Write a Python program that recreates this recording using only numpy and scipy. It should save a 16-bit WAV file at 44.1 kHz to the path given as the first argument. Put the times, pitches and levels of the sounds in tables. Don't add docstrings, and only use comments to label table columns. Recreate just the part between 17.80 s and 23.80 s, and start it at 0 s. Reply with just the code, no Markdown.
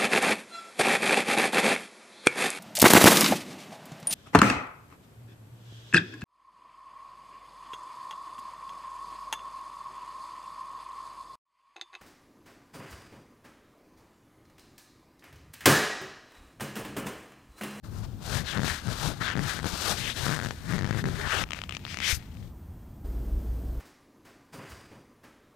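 import sys
import numpy as np
from scipy import signal
from scipy.fft import rfft, irfft, next_fast_len
from scipy.io import wavfile
from scipy.ndimage import uniform_filter1d

SR = 44100
rng = np.random.default_rng(int(sys.argv[2]) if len(sys.argv) > 2 else 0)


def ratio_of_db(decibels):
    return 10 ** (np.asarray(decibels, float) / 20)


def waveform_to_disk(signal):
    frames = np.transpose(np.atleast_2d(signal))
    scaled = np.clip(frames, -1, 1) * 32767
    samples = np.round(scaled).astype(np.int16)
    wavfile.write(sys.argv[1], SR, samples)


N = 264644

# (time [s], resonance [Hz], strength of ringing [dB])
CAVITY = [(.04, 1340, 1), (.45, 1338, -7), (.62, 1742, -1), (.78, 1468, -10), (.9, 1715, 0.7),
          (1.05, 1446, -2.5), (1.28, 1360, -5), (1.49, 1590, 1.5), (1.8, 1574, -2), (1.9, 1320, -6),
          (2.12, 1327, -6), (2.2, 1986, -5.5), (2.47, 1503, -6), (3.1, 1711, 2), (3.54, 1498, -3.5),
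          (3.81, 1650, -3), (3.89, 2350, -5), (4.4, 1948, -3)]
STROKE_RISE, STROKE_FALL = 1.287, 1.034


def rms_one(x):
    return x / np.sqrt(np.mean(x ** 2) + 1e-20)


def in_time(rows):
    s, *columns = np.transpose(rows)
    return [np.interp(np.arange(N) / SR, s, c) for c in columns]


def colour(x, points):
    hz, db = np.transpose(points)
    size = next_fast_len(N + 4096)
    grid = np.maximum(np.arange(size // 2 + 1) * SR / size, 1)
    gain = ratio_of_db(np.interp(np.log(grid), np.log(hz), db))
    return irfft(rfft(x, size) * gain, size)[..., :N]


def band(x, low_hz, high_hz):
    sos = signal.butter(2, [low_hz, min(high_hz, SR / 2.1)], "band", fs=SR, output="sos")
    return rms_one(signal.sosfilt(sos, x))


def resonance(hz, width_hz):
    r = np.exp(-np.pi * width_hz / SR)
    return (1 - r * r) / 2 * np.array([1, 0, -1]), [1, -2 * r * np.cos(2 * np.pi * hz / SR), r * r]


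def moving_peak(force, centre_hz, wide):
    out, first, second = np.zeros(len(force)), np.zeros(2), np.zeros(2)
    for i in range(0, len(force), 256):
        b, a = resonance(centre_hz[i], wide * centre_hz[i])
        once, first = signal.lfilter(b, a, force[i:i + 256], zi=first)
        out[i:i + 256], second = signal.lfilter(b, a, once, zi=second)
    return rms_one(out)


def drift(rate_hz):
    r = np.exp(-2 * np.pi * rate_hz / SR)
    noise = rng.standard_normal(N + SR)
    return rms_one(signal.lfilter([1], [1, -2 * r, r * r], noise)[SR:])


def swells(rows, rise, fall, floor_db):
    t = np.arange(0, N, 16) / SR
    start, peak, end, db, *trait = np.array(rows).T[:, :, None]
    growing = np.clip((t - start) / (peak - start), 0, 1) ** rise
    sinking = np.clip((end - t) / (end - peak), 0, 1) ** fall
    power = (ratio_of_db(db) * growing * sinking) ** 2
    progress = np.clip((t - start) / (end - start), 0, 1)
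    near = power + 1e-9 * np.exp(-np.abs(t - peak) * 20)
    mean = [np.sum(near * c, axis=0) / np.sum(near, axis=0) for c in trait + [progress]]
    level = 10 * np.log10(power.sum(axis=0) + ratio_of_db(floor_db) ** 2)
    return [np.interp(np.arange(N) / SR, t, c) for c in [level] + mean]


def whines(rows):
    peaks = [(db, resonance(hz, width_hz=60)) for hz, db in rows]
    out = 0
    for db, peak in peaks:
        once = signal.lfilter(*peak, rng.standard_normal(N))
        out = out + ratio_of_db(db) * rms_one(signal.lfilter(*peak, once))
    return out


def wavering_tone(hz, sway_hz, rate_hz):
    return np.sqrt(2) * np.sin(2 * np.pi * np.cumsum(hz + sway_hz * drift(rate_hz)) / SR)


def hum():
    # (time [s], hum level [dB], rumble level [dB])
    throbs = [
        (5.285, -37, -36.5),
        (5.385, -31.5, -39.5),
        (5.48, -41, -38),
        (5.555, -26.5, -29.5),
        (5.7, -29, -39.5),
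        (5.77, -35, -51.5),
        (5.89, -33, -37.5),
        (5.995, -35, -36),
    ]
    idle_db, idle_rumble_db, throb_s = -40, -58, 0.0382
    s, hum_db, rumble_db = np.array(throbs).T[:, :, None]
    throb = np.exp(-((np.arange(N) / SR - s) / throb_s) ** 2)
    tone = wavering_tone(58.6, sway_hz=.8, rate_hz=5)
    rumble = wavering_tone(37, sway_hz=2.7, rate_hz=5.63)
    tone_gain = ratio_of_db(idle_db) + np.sum(ratio_of_db(hum_db - 3.5) * throb, axis=0)
    rumble_gain = ratio_of_db(idle_rumble_db) + np.sum(ratio_of_db(rumble_db) * throb, axis=0)
    return tone_gain * tone + rumble_gain * rumble


def rooms():
    # (frequency [Hz], level per Hz [dB])
    first_room = [(12, -60), (20, -17), (81, -4.5), (154, -13), (198, -13), (215, -16.5), (262, -18.5),
                  (497, -33), (822, -32), (1960, -46), (3330, -52.5), (9890, -54), (15900, -44.5)]
    last_room = [(53, -28), (90, 3.5), (148, -2), (290, -5.5), (410, -11.5), (2470, -37.5), (8490, -41.5),
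                 (9880, -41), (14600, -33.5), (15900, -32)]
    # (frequency [Hz], level [dB])
    first_whines = [(3284, -86)]
    last_whines = [(3085, -85), (3353, -86), (5066, -84)]
    # (frequency [Hz], gain [dB])
    housing = [(8000, -1), (8700, 3.5), (9500, -5.5), (10200, -9.5), (10450, -2)]
    change_s = 5.237
    first = ratio_of_db(-45) * rms_one(colour(rng.standard_normal(N), first_room)) + whines(first_whines)
    last = ratio_of_db(-42.5) * rms_one(colour(rng.standard_normal(N), last_room)) + hum() + whines(last_whines)
    share = np.clip((np.arange(N) / SR - change_s) / 0.0113, 0, 1)
    return colour((1 - share) * first + share * last, housing)


def grip():
    # (time [s], level [dB], pitch [Hz], length [s])
    creaks = [
        (3.256, -35.5, 193, 0.084),
        (3.272, -38, 390, 0.083),
        (3.417, -39.5, 415, 0.072),
        (3.565, -44, 391, 0.054),
    ]
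    t, out = np.arange(N) / SR, 0
    for s, db, hz, length in creaks:
        swell = np.exp(-((t - s) / (length / 2)) ** 2)
        gain = ratio_of_db(db + 2 + 3.656 * drift(30))
        out = out + gain * swell * np.sin(2 * np.pi * np.cumsum(hz + 12 * drift(28.04)) / SR)
    return out


def shake():
    # (start [s], peak [s], end [s], level [dB], swing [Hz])
    pushes = [(-.15, .2, 0.606, -32.5, 98.4), (.44, .564, 0.685, -25.5, 113),
              (.7, .79, 0.893, -26.5, 125.2), (.79, .853, .96, -27, 87.1), (1.0, 1.11, 1.18, -30, 137.6),
              (1.16, 1.285, 1.36, -25, 130.6), (1.33, 1.427, 1.5, -32.5, 120.5),
              (1.5, 1.581, 1.71, -24.5, 129.9), (1.68, 1.77, 1.8574, -36.5, 134.4),
              (1.81, 1.858, 1.88, -22.5, 125), (1.86, 1.938, 1.97, -32, 145.7),
              (1.98, 2.128, 2.16, -28.5, 89.2), (2.12, 2.2, 2.36, -33, 121.8),
              (2.34, 2.43, 2.62, -28.5, 120.4), (2.55, 2.67, 2.765, -30.5, 115.2),
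              (2.78, 2.95, 3.074, -27, 124.1), (2.9, 3.05, 3.205, -27.5, 99.1),
              (3.03, 3.17, 3.23, -24, 99.9), (3.17, 3.26, 3.44, -25.5, 126),
              (3.37, 3.46, 3.48, -24.5, 75.67), (3.5, 3.602, 3.68, -29, 86),
              (4.1, 4.195, 4.27, -41.5, 169.3), (4.23, 4.31, 4.355, -47.5, 106),
              (4.45, 4.7, 4.741, -34, 92.09)]
    return swells(pushes, rise=1.123, fall=0.851, floor_db=-50)[:2]


def head():
    db, hz = shake()
    drag = rng.standard_normal((2, N))
    body = moving_peak(drag[0], hz, wide=0.706)
    body = rms_one(body / np.abs(signal.hilbert(body)) ** 0.34)
    overtone = moving_peak(drag[1], 1.806 * hz, wide=0.578)
    return ratio_of_db(db - 4.5) * (body + 0.383 * overtone + 0.664 * band(drag[1], 36.7, 115))


def knocks():
    # (time [s], level [dB], swing [Hz])
    bumps = [
        (.556, -27, 110),
        (.7625, -27, 130),
        (1.072, -26, 115),
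        (1.0825, -21, 130),
        (1.858, -21, 110),
        (1.9345, -24, 120),
        (3.449, -26, 70.4),
        (4.327, -20, 70.7),
        (4.369, -26.5, 95.5),
    ]
    out = 0
    for s, db, hz in bumps:
        since = np.maximum(np.arange(N) / SR - s, 0)
        out = out + ratio_of_db(db) * np.sin(2 * np.pi * hz * since) * np.exp(-(since * hz / 1.45) ** 2)
    return out


def scrapes():
    # (start [s], end [s], level [dB], first pitch [Hz], last pitch [Hz])
    ridges = [
        (0.649, 0.748, -37, 4200, 2750),
        (1.403, 1.56, -37, 4250, 2495),
        (2.2, 2.345, -35.5, 2500, 3700),
        (3.49, 3.645, -35, 2750, 3340),
        (4.199, 4.341, -31.5, 2000, 2300),
        (4.2, 4.335, -33.5, 3100, 3500),
        (4.229, 4.36, -33, 5210, 6050),
        (4.26, 4.39, -45, 9500, 12500),
        (4.06, 4.165, -47.5, 4500, 6000),
    ]
    out = np.zeros(N)
    for start, end, db, first_hz, last_hz in ridges:
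        at, size = int(start * SR), int((end - start) * SR)
        along = np.arange(size) / size
        rough = rng.standard_normal(8192) * ratio_of_db(3.0 * np.minimum(rng.exponential(1, 8192), 3))
        glide = moving_peak(rough[:size], first_hz * (last_hz / first_hz) ** along, wide=0.33)
        out[at:at + size] += ratio_of_db(db) * np.sin(np.pi * along) ** 0.706 * glide
    return out


def fibres(spread_db, clump_db, clump_hz):
    return ratio_of_db(spread_db * np.minimum(rng.exponential(1, N), 3) + clump_db * drift(clump_hz))


def stuck(events):
    at = np.array([row[0] for row in events if row[1] > -29])
    t = np.arange(N) / SR
    after = np.clip(np.searchsorted(at, t), 1, len(at) - 1)
    close = at[after] - at[after - 1] < .03
    held = close & (t - at[after - 1] > .003) & (t < at[after])
    return -4.8 * uniform_filter1d(held.astype(float), size=60)


def rubbing(events):
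    # (start [s], peak [s], end [s], hiss level [dB], speed [about 0-1])
    strokes = [(.03, .045, 0.112, -52.5, 0.95), (.04, .18, 0.297, -53.5, 1.24),
               (.215, .243, 0.2745, -48, 0.89), (.39, .565, 0.6413, -31.5, 0.87),
               (.62, .685, 0.891, -33, 0.26), (.74, .885, 1.0287, -30.5, 0.72), (1.0, 1.13, 1.15, -37, 0.77),
               (1.08, 1.26, 1.35, -31.5, 0.83), (1.398, 1.42, 1.576, -33, 0.33),
               (1.54, 1.7, 1.83, -31.5, 0.72), (1.8, 1.87, 2.03, -35, 0.81), (1.83, 2.11, 2.176, -27.5, 0.94),
               (2.1, 2.2, 2.28, -31.5, 0.65), (2.15, 2.3, 2.34, -28.5, 0.4), (2.34, 2.375, 2.4925, -31, 0.51),
               (2.36, 2.474, 2.63, -30.5, 0.98), (2.54, 2.66, 2.739, -37.5, 0.81),
               (2.3, 2.345, 2.39, -44.5, 1.09), (.3, 1.1, 3.3, -46.5, 0.66), (1.7, 2.7, 3.35, -51.5, 1),
               (2.8, 2.903, 2.957, -43, 1), (2.879, 2.945, 3.04, -37, 0.78), (2.97, 3.101, 3.18, -40, .5),
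              (3.097, 3.184, 3.238, -36.5, .7), (3.239, 3.26, 3.4, -42, .7),
              (3.239, 3.419, 3.525, -38, 0.63), (3.416, 3.552, 3.63, -25.5, .15),
              (3.528, 3.619, 3.643, -29, 0.41), (3.64, 3.67, 3.7, -50, .1), (3.685, 3.77, 3.88, -41.5, .12),
              (3.82, 3.86, 3.89, -52, .1), (4.0, 4.04, 4.07, -50, .2), (4.13, 4.155, 4.2, -42, .2),
              (3.884, 3.95, 3.985, -38, .0), (3.983, 4.0, 4.04, -50.5, 0.34), (4.03, 4.11, 4.22, -37, .15),
              (4.16, 4.249, 4.3, -30, .1), (4.2, 4.316, 4.345, -23.5, 0.8),
              (4.29, 4.348, 4.385, -36.5, 1.45), (4.334, 4.39, 4.56, -51.5, 0.45)]
    # (start [s], peak [s], end [s], level [dB])
    presses = [
        (.7, .783, 0.784, -30),
        (1.402, 1.414, 1.47, -29),
        (1.42, 1.492, 1.578, -31),
        (2.4, 2.48, 2.594, -30.5),
        (2.84, 2.93, 3.037, -37.5),
        (3.3, 3.53, 3.59, -29),
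        (3.7, 3.73, 3.758, -49.5),
        (3.89, 3.92, 3.96, -40),
    ]
    # (frequency [Hz], level per Hz [dB])
    fibre_tone = [(200, 8.5), (1000, 10.5), (5000, 0), (9000, -5.5), (15900, -13.5)]
    resting_db = -66.5
    slow_hz, fast_hz, sag_octaves = 2778, 4200, 0.68
    slow_spread, fast_spread = 1, 1.474
    slow_fine_db, fast_fine_db = -16, -3.5

    hiss_db, speed, progress = swells(strokes, STROKE_RISE, STROKE_FALL, -100)
    press_db = swells(presses, STROKE_RISE, STROKE_FALL, -100)[0]
    shake_db, shake_hz = shake()
    cavity_hz, rings_db = in_time(CAVITY)
    cavity_db = 10 * np.log10(ratio_of_db(hiss_db + rings_db) ** 2 + ratio_of_db(press_db) ** 2)
    sag = sag_octaves * (.4 - progress) * np.clip(1 - speed, 0, 1)
    hiss_hz = (slow_hz + (fast_hz - slow_hz) * speed) * 2 ** sag
    fine_db = hiss_db + slow_fine_db + (fast_fine_db - slow_fine_db) * speed
    skin_db = -4.5 + 0.6713 * hiss_db + 0.3814 * shake_db
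    skin_db = skin_db - 11.5 * np.log2(cavity_hz / 1500) + 1 * np.log2(120 / shake_hz)

    snags = fibres(spread_db=0.5, clump_db=1.0, clump_hz=86) * rng.standard_normal((3, N))
    low, middle, high = colour(snags, fibre_tone)
    hollow = moving_peak(low, cavity_hz, wide=0.572)
    fold = moving_peak(middle, hiss_hz, wide=.52)
    broad = (slow_spread + (fast_spread - slow_spread) * speed) * band(high, 2380, 7630)
    layers = [(cavity_db, hollow), (hiss_db - 7.0, fold + broad),
              (fine_db, band(low, 4880, 15740)), (skin_db, band(high, 267.5, 1053))]
    total = sum(ratio_of_db(np.maximum(db, resting_db) + 1.0 * drift(39.3)) * layer for db, layer in layers)
    return ratio_of_db(stuck(events)) * total


def slip_list():
    # (time [s], level [dB])
    back_slips = [(.4788, -34), (1.0575, -32), (1.0719, -28), (1.0814, -27), (1.0875, -25), (1.4121, -21.5),
                  (1.7911, -20), (1.7994, -24.5), (1.8303, -27), (1.8437, -22.5), (1.8569, -24),
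                  (3.4747, -25)]
    creak_run = [(2.4662, -18.0), (2.4815, -18.0), (2.493, -16.0), (2.5017, -21.0), (2.5116, -20.0),
                 (2.5181, -21.0), (2.5251, -19.0), (2.5323, -21.0), (2.5384, -20.0), (2.5449, -22.0),
                 (2.5509, -25.0), (2.5574, -29.0), (2.5641, -21.0), (2.5711, -21.0), (2.5795, -24.0),
                 (2.591, -18.0), (2.6004, -20.0), (2.6139, -22.0), (2.6241, -24.0), (2.6325, -24.0),
                 (2.6398, -26.0), (2.6482, -19.0), (2.6606, -20.0), (2.6695, -25.0), (2.6868, -27.0),
                 (2.7087, -19.0)]
    deep_slips = [(2.8796, -30.0), (2.8926, -30.0), (2.903, -29.0), (2.9095, -29.0), (2.9244, -19.5),
                  (2.9359, -17.5), (2.942, -27.0), (2.947, -26.0), (2.9523, -24.0), (2.9569, -24.0),
                  (2.9637, -25.0), (2.9817, -19.5), (2.9908, -19.5), (3.0012, -32.0), (3.0107, -23.0),
                  (3.0226, -24.0), (3.0322, -25.0), (3.045, -19.5), (3.0535, -23.0), (3.0639, -22.0),
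                  (3.0751, -24.0), (3.0904, -26.0), (3.0962, -29.0), (3.1091, -16.5), (3.1277, -23.0),
                  (3.1363, -31.0), (3.1475, -25.0), (3.1553, -29.0), (3.1645, -29.0), (3.1738, -28.0),
                  (3.1867, -28.0), (3.1945, -29.0), (3.2414, -18.5), (3.2557, -19.5), (3.2632, -33.0),
                  (3.2723, -31.0), (3.2785, -32.0), (3.2873, -24.0)]
    # (time [s], level [dB])
    push_slips = [(0.775, -20.0), (0.783, -21.0), (0.794, -20.0), (0.8032, -24.0), (0.8175, -24.0),
                  (0.8331, -18.0), (0.8454, -19.0), (0.8796, -19.0), (1.4625, -18.0), (1.4671, -20.0),
                  (1.4717, -22.0), (1.4765, -21.0), (1.4807, -15.0), (1.4858, -14.0), (1.4911, -17.0),
                  (1.4977, -23.0), (1.5016, -14.0), (1.506, -23.0), (1.5129, -19.0), (1.5191, -21.0),
                  (1.5242, -23.0), (1.5287, -26.0), (1.5326, -23.0), (1.5365, -23.0), (1.5544, -22.0),
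                  (1.5662, -24.0), (1.5749, -20.0), (1.5825, -26.0), (1.5927, -18.0)]
    # (time [s],
    # level [dB], pitch [Hz])
    snaps = [(3.6386, -14.5, 2350), (3.6895, -30.5, 2500), (3.7012, -36, 3119), (3.7077, -13.5, 3080),
             (3.7197, -18, 2800), (3.7334, -13, 3110), (3.7467, -22, 2500), (3.79, -19.5, 2360),
             (3.817, -17, 2750), (3.8379, -17.5, 2897), (3.8942, -14.5, 2820), (3.9093, -22.5, 3097),
             (3.924, -17, 2830), (3.95, -21, 2340), (3.9684, -15.5, 2974), (4.0515, -15, 3061),
             (4.066, -26.5, 1941), (4.079, -27, 2430), (4.114, -31.5, 2199), (4.144, -18.5, 2138),
             (4.172, -18, 2110), (4.1879, -17, 2350), (4.2031, -15, 2240), (4.4257, -36.5, 2179),
             (4.5705, -35.5, 2622), (4.627, -41, 2044), (4.647, -45.5, 2210),
             (3.6706, -42.0, 2600.0), (3.6793, -42.0, 2600.0), (3.7284, -36.0, 2600.0),
             (3.7535, -35.0, 2600.0), (3.7609, -33.0, 2600.0), (3.7686, -34.0, 2600.0),
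             (3.7742, -33.0, 2600.0), (3.7802, -37.0, 2600.0), (3.8025, -34.0, 2600.0),
             (3.8688, -46.0, 2600.0), (3.8752, -45.0, 2600.0), (3.9356, -35.0, 2600.0),
             (3.9598, -39.0, 2600.0), (3.9937, -39.0, 2600.0), (4.0141, -43.0, 2600.0),
             (4.028, -44.0, 2600.0), (4.0408, -40.0, 2600.0), (4.0564, -42.0, 2600.0),
             (4.0927, -34.0, 2600.0), (4.0984, -33.0, 2600.0), (4.1108, -30.0, 2600.0),
             (4.1295, -30.0, 2600.0), (4.1356, -29.0, 2600.0), (4.1601, -35.0, 2600.0),
             (.0425, -46, 1500), (.125, -50, 6000), (.146, -47, 2000), (.236, -45, 4200), (.25, -45, 2600),
              (.7345, -24, 2200), (3.8914, -34, 2600), (3.9112, -30, 3000), (4.0472, -36, 3500),
              (4.2168, -23, 2300), (4.552, -45, 2600)]

    s, db = np.transpose([*back_slips, *creak_run, *deep_slips, *push_slips])
    way = np.where(np.arange(len(s)) < len(s) - len(push_slips), 1, -1)
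    light = (s > 1.455) & (s < 1.545)
    way = np.where(light, .25, 1) * way
    db = db - 2.5 * light
    chance = 2 ** (0.1 * rng.standard_normal(len(s)))
    hz = 1.074 * in_time(CAVITY)[0][(s * SR).astype(int)] * chance
    rim_grip = 0.55
    rim = [(*row, rim_grip) for row in snaps]
    return sorted(list(zip(s, db, hz, way)) + rim)


def slips(events):
    canal_hz, canal_share, canal_s = 1250, 0.33, 0.0016
    out, t = np.zeros(N + 2048), np.arange(2048) / SR
    luck = rng.standard_normal((len(events), 2))
    fray = band(rng.standard_normal(N + 2048), 1120, 6000)
    shake_db, shake_hz = shake()
    for (s, click_db, hz, way), (a, b) in zip(events, luck):
        at = int(s * SR) - 20
        cycles = t * hz - .45
        deep = 1500 / hz
        suction = -.55 * abs(way) * deep ** 2 * np.exp(-((cycles - .25) / .3) ** 2)
        ring = -np.sin(2 * np.pi * cycles) * np.exp(-cycles / (1.6 * np.sqrt(deep))) * (cycles > 0)
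        canal = np.sin(2 * np.pi * canal_hz * t) * np.exp(-t / canal_s)
        ring = ring - canal_share * max(1 - deep, 0) * canal
        fray_decay = np.exp(-t / 0.000993) + 0.41 * np.exp(-t / 0.00196)
        frayed = 0.3 * deep ** 0.7 * ratio_of_db(2.0 * a) * fray[at:at + 2048] * fray_decay
        click = ratio_of_db(click_db + 0.5) * (suction + ring + frayed) * (1 - np.exp(-t * 7000))
        rebound = -np.cos(2 * np.pi * 1.22 * shake_hz[at] * t)
        rebound = rebound * np.exp(-t / 0.0058) * (1 - np.exp(-t * 2500))
        rebound_db = shake_db[at] + 8.0 + 0.5 * (click_db + 22) + 1.5 * b
        out[at:at + 2048] += np.sign(way) * (click + abs(way) * ratio_of_db(rebound_db) * rebound)
    return signal.sosfilt(signal.butter(2, 7500, fs=SR, output="sos"), out[:N])


def scene():
    # (frequency [Hz], gain [dB])
    far_side = [(60, -21), (300, -19.5), (1400, -21.5), (15000, -19.5)]
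    lift_s = 4.73
    contact = np.clip((lift_s - np.arange(N) / SR) / 0.0677, 0, 1)
    events = slip_list()
    held_head = ratio_of_db(1.4 * stuck(events)) * head()
    swab = contact * (rubbing(events) + held_head) + slips(events) + knocks() + scrapes()
    creak, room = grip(), rooms()
    return np.array([swab + 0.26 * creak, colour(swab, far_side) + creak]) + room


def roll_off(x):
    return signal.sosfilt(signal.butter(12, 16340, fs=SR, output="sos"), x)


def record(dry):
    opening = np.clip((np.arange(N) / SR - .026) / 0.0126, .06, 1)
    rounded = 0.3896 * np.tanh(dry / 0.3203)
    cut = signal.cheby2(14, 60, 16150, fs=SR, output="sos")
    return roll_off(signal.sosfilt(cut, rounded * opening))


dry = scene()
out = record(dry)
waveform_to_disk(out)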